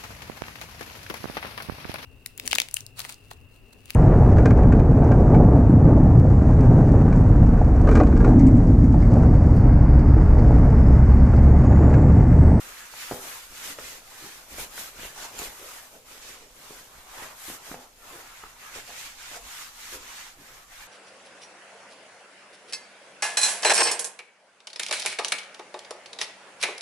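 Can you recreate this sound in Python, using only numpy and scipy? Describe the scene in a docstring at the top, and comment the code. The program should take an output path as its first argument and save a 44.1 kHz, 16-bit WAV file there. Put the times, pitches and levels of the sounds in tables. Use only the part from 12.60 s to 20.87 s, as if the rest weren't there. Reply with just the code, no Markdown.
"""A quick to-and-fro hiss: a cloth rag wiping the leather back of an office chair, its fibres catching
on the grain. Small tiled room, stereo microphone close to the chair. The bunched cloth drums on the
padding and the arm stirs the air, over quiet room tone and a faint appliance hum. Loose ends slap the
leather at the turns, shoves make the chair back boom, the rag grips in short groans, and once it ticks
on an edge."""
import sys
import numpy as np
from scipy import signal
from scipy.fft import rfft, irfft
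from scipy.io import wavfile
from scipy.ndimage import uniform_filter1d

SR = 44100
rng = np.random.default_rng(int(sys.argv[2]) if len(sys.argv) > 2 else 0)


def generate_wav(signal):
    """Clip the signal to [-1, 1] and save it as 16-bit WAV at the path in sys.argv[1]."""
    frames = np.transpose(np.atleast_2d(signal))
    scaled = np.clip(frames, -1, 1) * 32767
    pcm = np.round(scaled).astype(np.int16)
    wavfile.write(sys.argv[1], SR, pcm)


N = 364751
TIME, FREQ = np.arange(N) / SR, np.fft.rfftfreq(N, 1 / SR)


def amp(db):
    return 10 ** (np.asarray(db) / 20)


def unit_rms(x):
    return x / np.sqrt(np.mean(x ** 2) + 1e-20)


def curve_at(points, hz):
    """A table of (f, value), joined on a log-frequency axis."""
    f, value = np.transpose(points)
    return np.interp(np.log(hz + 1), np.log(f + 1), value)


def add(mix, start_s, sound):
    part = mix[max(round(start_s * SR), 0):][:len(sound)]
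    part += sound[:len(part)]


def wander(rate_hz):
    """Smooth random drift of unit size, up to about the given rate."""
    return unit_rms(irfft(rfft(rng.standard_normal(N)) / (1 + (FREQ / rate_hz) ** 4), N))


def swells(rows):
    """Half a sine for each row of (middle t/s, length/s, height)."""
    out = np.zeros(N)
    for s, length, height in rows:
        add(out, s - length / 2, height * np.sin(np.linspace(0, np.pi, round(length * SR))))
    return out


# Stereo width at the microphone: f/Hz, side minus mid level/dB
WIDTH = [(30, -16), (150, -17), (350, -12.5), (550, -7), (1000, -3.2), (2000, -1.2), (4000, 0)]
def at_microphone(pair, colour, band_hz):
    """Colours two noises, unit mid level in the band; long waves reach both microphone ports alike."""
    mid, side = rfft(pair) * amp(curve_at(colour, FREQ))
    side = side * amp(curve_at(WIDTH, FREQ))
    level = np.std(irfft(mid * (FREQ > band_hz[0]) * (FREQ < band_hz[1]), N))
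    return irfft(np.array([mid + side, mid - side]), N) / level


def slips(per_s, spread_db, share):
    """Friction force: countless tiny slips blur into noise, and a share of larger catches stands out."""
    sizes = amp(spread_db * np.minimum(rng.exponential(1, N), 3))
    caught = rng.random(N) < per_s / SR
    catches = unit_rms(sizes * caught * rng.choice([-1, 1], (2, N)))
    return np.sqrt(share) * catches + np.sqrt(1 - share) * rng.standard_normal((2, N))


# Sweeps of the hand, close to the microphone: fastest t/s, rise/s, fall/s, cloth hiss level/dB,
# palm rub re hiss/dB, fibre fizz re hiss/dB, palm hollow at full speed f/Hz, drumming level/dB
STROKES = [(0.014, 0.16, 0.16, -51, 0, -1, 1460, -59.5), (0.188, 0.22, 0.24, -53, 2.0, -1.5, 1740, -66),
           (0.435, 0.15, 0.17, -46, -1.5, -3, 2250, -65.5),
           (0.585, 0.18, 0.13, -51.5, -3, 2.5, 1000, -57.5),
           (0.689, 0.12, 0.27, -48, -1.5, -1, 1870, -63.5),
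           (1.091, 0.24, 0.093, -45.0, -4, -3.5, 2100, -59.5),
           (1.265, 0.14, 0.19, -47, -4, -4.5, 2110, -56.5),
           (1.651, 0.28, 0.29, -50.5, -1.5, -3.0, 1650, -62.5),
           (2.022, 0.18, 0.08, -48.0, -2, -0.5, 2210, -54.5),
           (2.219, 0.18, 0.15, -48, -3.5, -1.5, 1800, -59),
           (2.43, 0.12, 0.16, -49.5, -1.5, -3, 2330, -54.5), (2.612, 0.1, 0.15, -46.5, -1, -7.5, 1370, -57),
           (2.813, 0.13, 0.15, -48, -2.5, -4, 2000, -51.5),
           (3.096, 0.35, 0.27, -52.0, 0.5, 0.5, 1440, -65.5), (3.33, 0.03, 0.12, -60.5, -2, 1, 1680, -62),
           (3.54, 0.11, 0.11, -54, -1, -2.5, 1860, -60.5),
           (3.638, 0.067, 0.32, -52.0, -4.0, -11, 1980, -62.5),
           (4.144, 0.28, 0.19, -53.5, -1.5, -3, 1450, -61),
           (4.386, 0.15, 0.12, -59.5, 2.5, -1.0, 1270, -64), (4.615, 0.2, 0.18, -51, 4, -3.5, 1310, -58),
           (4.907, 0.19, 0.09, -47.5, -2.5, 1, 1490, -69), (5.067, 0.2, 0.3, -55.5, 1.0, -5, 1380, -63.5),
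           (5.546, 0.2, 0.16, -54.5, 2.5, -1, 1350, -60.5), (5.809, 0.43, 0.2, -56.5, 3, -5.5, 1670, -78),
           (6.074, 0.15, 0.097, -54.5, 4, -3.5, 1760, -67), (6.17, 0.077, 0.098, -49, 0, -13, 2130, -56.5),
           (6.432, 0.26, 0.13, -46.5, -2.5, -8, 2400, -63.5),
           (6.735, 0.27, 0.076, -47, -2.0, -14, 1820, -70), (7.003, 0.28, 0.14, -47, -2.5, -6.5, 1820, -71),
           (7.327, 0.28, 0.087, -48, -2.5, -6, 1730, -69),
           (7.599, 0.34, 0.18, -49.0, -0.5, -10.5, 1800, -69),
           (7.964, 0.29, 0.12, -57.0, 3.0, -4.5, 1510, -64), (8.213, 0.17, 0.11, -53.5, 2, -7, 1810, -69.5)]
def sweep(levels_db, power, swing=0.77, turn_pitch=0.68):
    """Amplitude growing as hand speed to a power, and the palm hollow's pitch, sinking at the turns."""
    energy, weighted_hz = np.full(N, 1e-14), np.full(N, 1e-11)
    for (s, rise, fall, *_, hollow_hz, _), db in zip(STROKES, levels_db):
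        span = slice(max(round((s - rise) * SR), 0), round((s + fall) * SR))
        ramp = np.interp(TIME[span] - s, [-rise, 0, fall], [0, 1, 0])
        speed = np.clip(ramp + swing * (np.sin(np.pi / 2 * ramp) - ramp), 0, 1)  # swing 1: a pendulum
        stroke_energy = (amp(db) * speed ** power) ** 2
        energy[span] += stroke_energy
        weighted_hz[span] += stroke_energy * hollow_hz * (turn_pitch + (1 - turn_pitch) * speed)
    return np.sqrt(energy), weighted_hz / energy


# Rub under the palm, its hollow at 1400 Hz: f/Hz, relative level/dB
PALM_RUB = [(200, -29), (450, -8.5), (700, -2), (1000, -0.5), (1400, -1.5), (2000, -5.5), (3000, -12.5),
            (6000, -21)]
def folds(pair, patchy_db, hollow_hz=None):
    """Shifting folds favour one pitch, then another; the palm's hollow, if given, tunes the rub."""
    hz, t, spectra = signal.stft(pair, SR, nperseg=1024, noverlap=768)
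    patches = uniform_filter1d(rng.standard_normal(spectra.shape[1:]), size=5, axis=0)
    patches = unit_rms(uniform_filter1d(patches, size=7, axis=1))
    gain = amp(patchy_db * patches)
    if hollow_hz is not None:
        slide = np.interp(t, TIME, hollow_hz) / 1400
        tuned = amp(curve_at(PALM_RUB, hz[:, None] / slide))
        gain = gain * tuned / np.sqrt(np.mean(tuned[(hz > 900) & (hz < 2200)] ** 2, axis=0))
    return signal.istft(spectra * gain, SR, nperseg=1024, noverlap=768)[1][:, :N]


# The hand bears down and the rag bites: middle t/s, length/s, extra hiss level/dB
BITES = [(.69, 0.096, 1.5), (1.078, 0.17, 1.5), (2.014, 0.087, 4), (2.196, 0.089, 4), (2.454, 0.082, 2.5),
         (2.654, 0.032, 2), (2.795, 0.032, 4.5), (2.842, .09, 5.5), (3.699, 0.13, 3), (4.631, 0.036, 1),
         (5.105, 0.13, 4.5), (6.173, 0.078, 3), (6.756, 0.083, 2.5), (7.346, .06, 3.5)]
# Close up: cloth hiss, the leather's radiation of the rub, fibre fizz: f/Hz, relative level/dB
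CLOTH_HISS = [(300, -15), (900, -20), (1600, -7.5), (2400, -2), (3500, -2), (5000, -3), (7000, -1),
              (9000, -8), (14000, -12.5)]
LEATHER_RADIATION = [(300, -8), (800, -1), (2500, 1), (6000, -4)]
FIBRE_FIZZ = [(2000, -43), (5500, -4), (8500, 2), (11000, 3.5), (14000, 3)]
def wiping(creep_db=-65.5):
    """Cloth slides over the grain, still creeping at the turns; uneven grip shakes all the friction."""
    hiss_db, rub_db, fizz_db = np.transpose(STROKES)[3:6]
    sliding = np.hypot(sweep(hiss_db, power=1.22)[0], amp(creep_db))
    rubbing, hollow_hz = sweep(hiss_db + rub_db, power=1.17)
    brushing = np.hypot(sweep(hiss_db + fizz_db, power=1.08)[0], amp(creep_db - 2.5))
    grip = wander(rate_hz=18)
    bite_db = swells(BITES)
    grain = slips(per_s=3000, spread_db=3, share=.2)
    weave = slips(per_s=900, spread_db=3, share=.25)
    fibres = slips(per_s=4000, spread_db=3, share=.25)
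    hiss = at_microphone(folds(grain, patchy_db=2.0), CLOTH_HISS, band_hz=(2800, 7000))
    under_palm = folds(weave, patchy_db=2.5, hollow_hz=hollow_hz)
    rub = at_microphone(under_palm, LEATHER_RADIATION, band_hz=(900, 2200))
    fizz = at_microphone(fibres, FIBRE_FIZZ, band_hz=(8500, 14000))
    # a bite lifts the fizz most, so bearing down brightens the cloth
    return (hiss * sliding * amp(bite_db + 0.68 * grip)
            + rub * rubbing * amp(0.52 + 0.79 * bite_db + 0.46 * grip)
            + fizz * brushing * amp(-0.57 + 1.7 * bite_db + 0.52 * grip))


def pressing():
    """How hard the moving hand works the padding, as an amplitude."""
    return sweep([stroke[-1] for stroke in STROKES], power=0.79)[0]


# Thuds in the chair's padding: f/Hz, relative level/dB
PADDING = [(50, -20), (100, -4.5), (135, -9), (180, -4.5), (260, -4), (400, 0), (600, -0.5), (900, -4.5),
           (1600, -14), (4000, -57)]
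def drumming():
    """Folds roll under the hand and thud softly into the padding."""
    force = slips(per_s=150, spread_db=3.5, share=0.48) * amp(1.8 * wander(rate_hz=14.5))
    thuds = at_microphone(force, PADDING, band_hz=(150, 600))
    return thuds * pressing() * amp(0.96 * swells(BITES))


# Moving air at the microphone: f/Hz, relative level/dB
DRAUGHT = [(10, -1), (24, 2), (45, -3), (70, -16.5), (120, -10), (250, -23), (800, -54)]
def draught(rest_db=-66.5, re_drumming_db=-9):
    """The arm stirs a faint draught into low buffeting with each stroke."""
    buffet = at_microphone(rng.standard_normal((2, N)), DRAUGHT, band_hz=(25, 120))
    return buffet * np.hypot(amp(rest_db), amp(re_drumming_db) * pressing())


# Room tone behind the chair: f/Hz, relative level/dB
ROOM_TONE = [(30, 15), (120, -2), (300, 2), (700, 4.5), (1500, -2.5), (4000, -8), (14000, -32)]
# An appliance in the room: f/Hz, rms level/dB
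HUM = [(252, -76), (510, -75.5)]
def room_tone(noise_db=-66.5):
    """Steady, quiet noise and the faintly wavering hum of an appliance."""
    out = amp(noise_db) * at_microphone(rng.standard_normal((2, N)), ROOM_TONE, band_hz=(100, 14000))
    for hz, db in HUM:
        peak = np.sqrt(2) * amp(db + 1.8 * wander(rate_hz=1.2))
        cycles = np.cumsum(hz + 3 * wander(rate_hz=12.4)) / SR
        out += peak * np.sin(2 * np.pi * cycles)
    return out


# Decay of the small tiled room: f/Hz, t60/s
ROOM_DECAY = [(150, 0.22), (600, 0.62), (2000, 0.15), (10000, 0.04)]
def reverb(dry):
    """Dense reflections off tiles and cupboards; the treble dies first."""
    hz, t, spectra = signal.stft(rng.standard_normal((2, SR // 2)), SR, nperseg=256)
    decay = amp(-60 * t / curve_at(ROOM_DECAY, hz)[:, None])
    tail = signal.istft(spectra * decay, SR, nperseg=256)[1]
    tail[:, :SR // 250] = 0  # reflections reach the microphone 4 ms late
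    mid, side = signal.fftconvolve(np.atleast_2d(dry), tail / np.linalg.norm(tail[0]), axes=1)[:, :N]
    side = irfft(rfft(side) * amp(curve_at(WIDTH, FREQ)), N)
    return np.array([mid + side, mid - side])


# Loose ends hit the leather: t/s, puff level/dB, f/Hz before pitch_ratio, crack re puff/dB
FLAPS = [(0.336, -37, 1030, -1.5), (0.511, -19.5, 540, -11), (0.5189, -23.5, 376, -5.5),
         (0.525, -31, 468, -8), (0.536, -36, 125, -18), (0.539, -35, 560, -13), (0.922, -39.5, 888, -15),
         (1.1852, -28, 710, -4.5), (1.623, -46, 301, -10), (1.983, -29, 587, -11), (1.996, -33, 888, -8),
         (2.177, -34.5, 1110, 1), (2.652, -39, 832, -17), (2.818, -33, 413, -6), (4.106, -36, 409, -14),
         (4.622, -36.5, 503, -8), (4.898, -40.5, 280, 4), (5.113, -32, 330, -2), (5.124, -39, 480, 0),
         (5.1414, -27.5, 680, -9), (5.835, -40.5, 383, 3.5), (6.292, -36.5, 700, -9), (6.714, -39, 659, -8)]
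# Modes of the chair back: f/Hz, level re puff/dB, t60/s
CHAIR_MODES = [(137, -19, .09), (253, -23, .12), (392, -25, .06), (513, -27, .09), (621, -28, .05),
               (823, -28, .05), (1100, -29, .05), (1268, -28, .05)]
def flaps(pitch_ratio=0.85, contact_s=0.00197, ring_rise_s=0.00079, crack_decay_s=.004):
    """Each flap squeezes out a puff of air, cracks on the leather and sets the chair back ringing."""
    t, out = np.arange(SR // 5) / SR, np.zeros(N)
    for s, db, hz, crack_db in FLAPS:
        pulse_time = np.pi * hz * pitch_ratio * (t - .002)
        puff = (1 - 2 * pulse_time ** 2) * np.exp(-pulse_time ** 2)
        ring = sum(amp(mode_db - 60 * t / t60) * np.sin(2 * np.pi * f * t + rng.uniform(0, 2 * np.pi))
                   for f, mode_db, t60 in CHAIR_MODES)
        ring *= 1 - np.exp(-t / ring_rise_s)
        # a heavier fold gives a lower puff and a duller crack
        cloth = signal.butter(3, [.5 * hz, 1300 + hz], "band", fs=SR, output="sos")
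        crack = unit_rms(signal.sosfilt(cloth, rng.standard_normal(len(t)))) * np.exp(-t / crack_decay_s)
        add(out, s, amp(db) * puff)
        add(out, s + contact_s, amp(db) * (ring + amp(crack_db) * crack))
    return out + amp(-14) * reverb(out)


# Hard shoves on the chair: middle t/s, length/s, level/dB
SHOVES = [(0.507, .06, -60), (0.921, 0.058, -55), (1.26, .06, -55.5), (1.938, 0.065, -51),
          (2.007, 0.11, -48.5), (2.216, 0.067, -67), (2.417, 0.17, -53.5), (2.603, 0.091, -70),
          (2.79, .05, -49.5), (2.88, 0.061, -53), (4.379, 0.093, -54.5), (4.64, 0.054, -58),
          (4.91, 0.084, -57.5), (5.12, .09, -59), (5.86, 0.069, -55), (6.17, 0.09, -62), (6.453, 0.14, -68),
          (6.857, 0.11, -56.5), (7.37, 0.14, -56.5)]
# Boom of the chair back, close up: f/Hz, relative level/dB
CHAIR_BOOM = [(25, 4.5), (60, 4), (90, -5), (150, -14.5), (300, -8.5), (800, -42)]
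def shoves():
    """Each shove rocks the chair back into a short, low boom."""
    boom = at_microphone(rng.standard_normal((2, N)), CHAIR_BOOM, band_hz=(25, 120))
    return boom * swells([(s, length, amp(db)) for s, length, db in SHOVES])


# The rag grips and drags the leather: middle t/s, length/s, f/Hz, level/dB before lift_db
GROANS = [(1.086, 0.1, 324, -58), (1.645, .07, 344.7, -51), (1.926, 0.043, 287, -56),
          (2.44, 0.077, 2990, -49), (2.651, .04, 895, -48), (3.026, .08, 470.3, -51),
          (3.36, 0.065, 564, -54), (3.812, 0.21, 547, -64), (4.898, .05, 311, -49.5),
          (5.544, .08, 398, -52.5), (6.175, .09, 324, -63), (6.3, 0.052, 766, -51.5),
          (6.753, 0.074, 628, -51), (7.344, .065, 380.5, -51), (7.798, .1, 236.5, -60)]
def groans(jitter=0.0884, rough_db=3.0, lift_db=1.5):
    """Uneven stick and slip: a wavering, smeared, stuttering tone that swells and lets go."""
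    out = np.zeros(N)
    for s, length, hz, db in GROANS:
        t = np.arange(round(length * SR)) / SR
        smooth = signal.butter(2, 70 + hz / 10, fs=SR, output="sos")
        cos_gain, sin_gain, drift = signal.sosfilt(smooth, rng.standard_normal((3, SR // 2)))[:, -len(t):]
        phase = 2 * np.pi * np.cumsum(hz * (1 + jitter * unit_rms(drift))) / SR
        tone = unit_rms(cos_gain * np.cos(phase) + sin_gain * np.sin(phase))
        add(out, s - length / 2, amp(db) * tone * np.sin(np.pi * t / length))
    out *= amp(rough_db * wander(rate_hz=330) + lift_db)
    return out + amp(-12) * reverb(out)


# One sharp tick, close and dry: level/dB, f/Hz, t60/s
EDGE_TICK = (-23, 7100, .01)
def tick(at_s=2.7908):
    """The rag catches an edge: a tiny crack with a brief high ring."""
    db, hz, t60 = EDGE_TICK
    t, out = np.arange(SR // 20) / SR, np.zeros(N)
    contact = np.sin(2 * np.pi * hz * t) + .5 * rng.standard_normal(len(t))
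    add(out, at_s, amp(db - 60 * t / t60) * contact)
    return out


def scene():
    """The rag on the chair, close by in the quiet room."""
    return wiping() + drumming() + draught() + room_tone() + flaps() + shoves() + groans() + tick()


# Balance of the two microphone ports: f/Hz, left minus right level/dB
PORT_BALANCE = [(100, -1.5), (450, -2), (750, 1), (1800, -0.5), (4800, -1.7), (6000, -4), (7000, -7.5),
                (8500, 0.5), (10000, 5.5), (12000, 12), (14000, 14)]
def record(dry, cutoff_hz=14330):
    """The microphone's right port rings near 7 kHz, the left is brighter above it; then a low-pass."""
    lean = amp(curve_at(PORT_BALANCE, FREQ) / 2)
    ports = np.array([lean, 1 / lean]) / np.sqrt((lean ** 2 + lean ** -2) / 2)
    coloured = irfft(rfft(dry) * ports, N)
    lowpass = signal.firwin(801, cutoff_hz, window=("kaiser", 8), fs=SR)
    return signal.oaconvolve(coloured, lowpass[None], "same")


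dry = scene()
out = record(dry)
generate_wav(out)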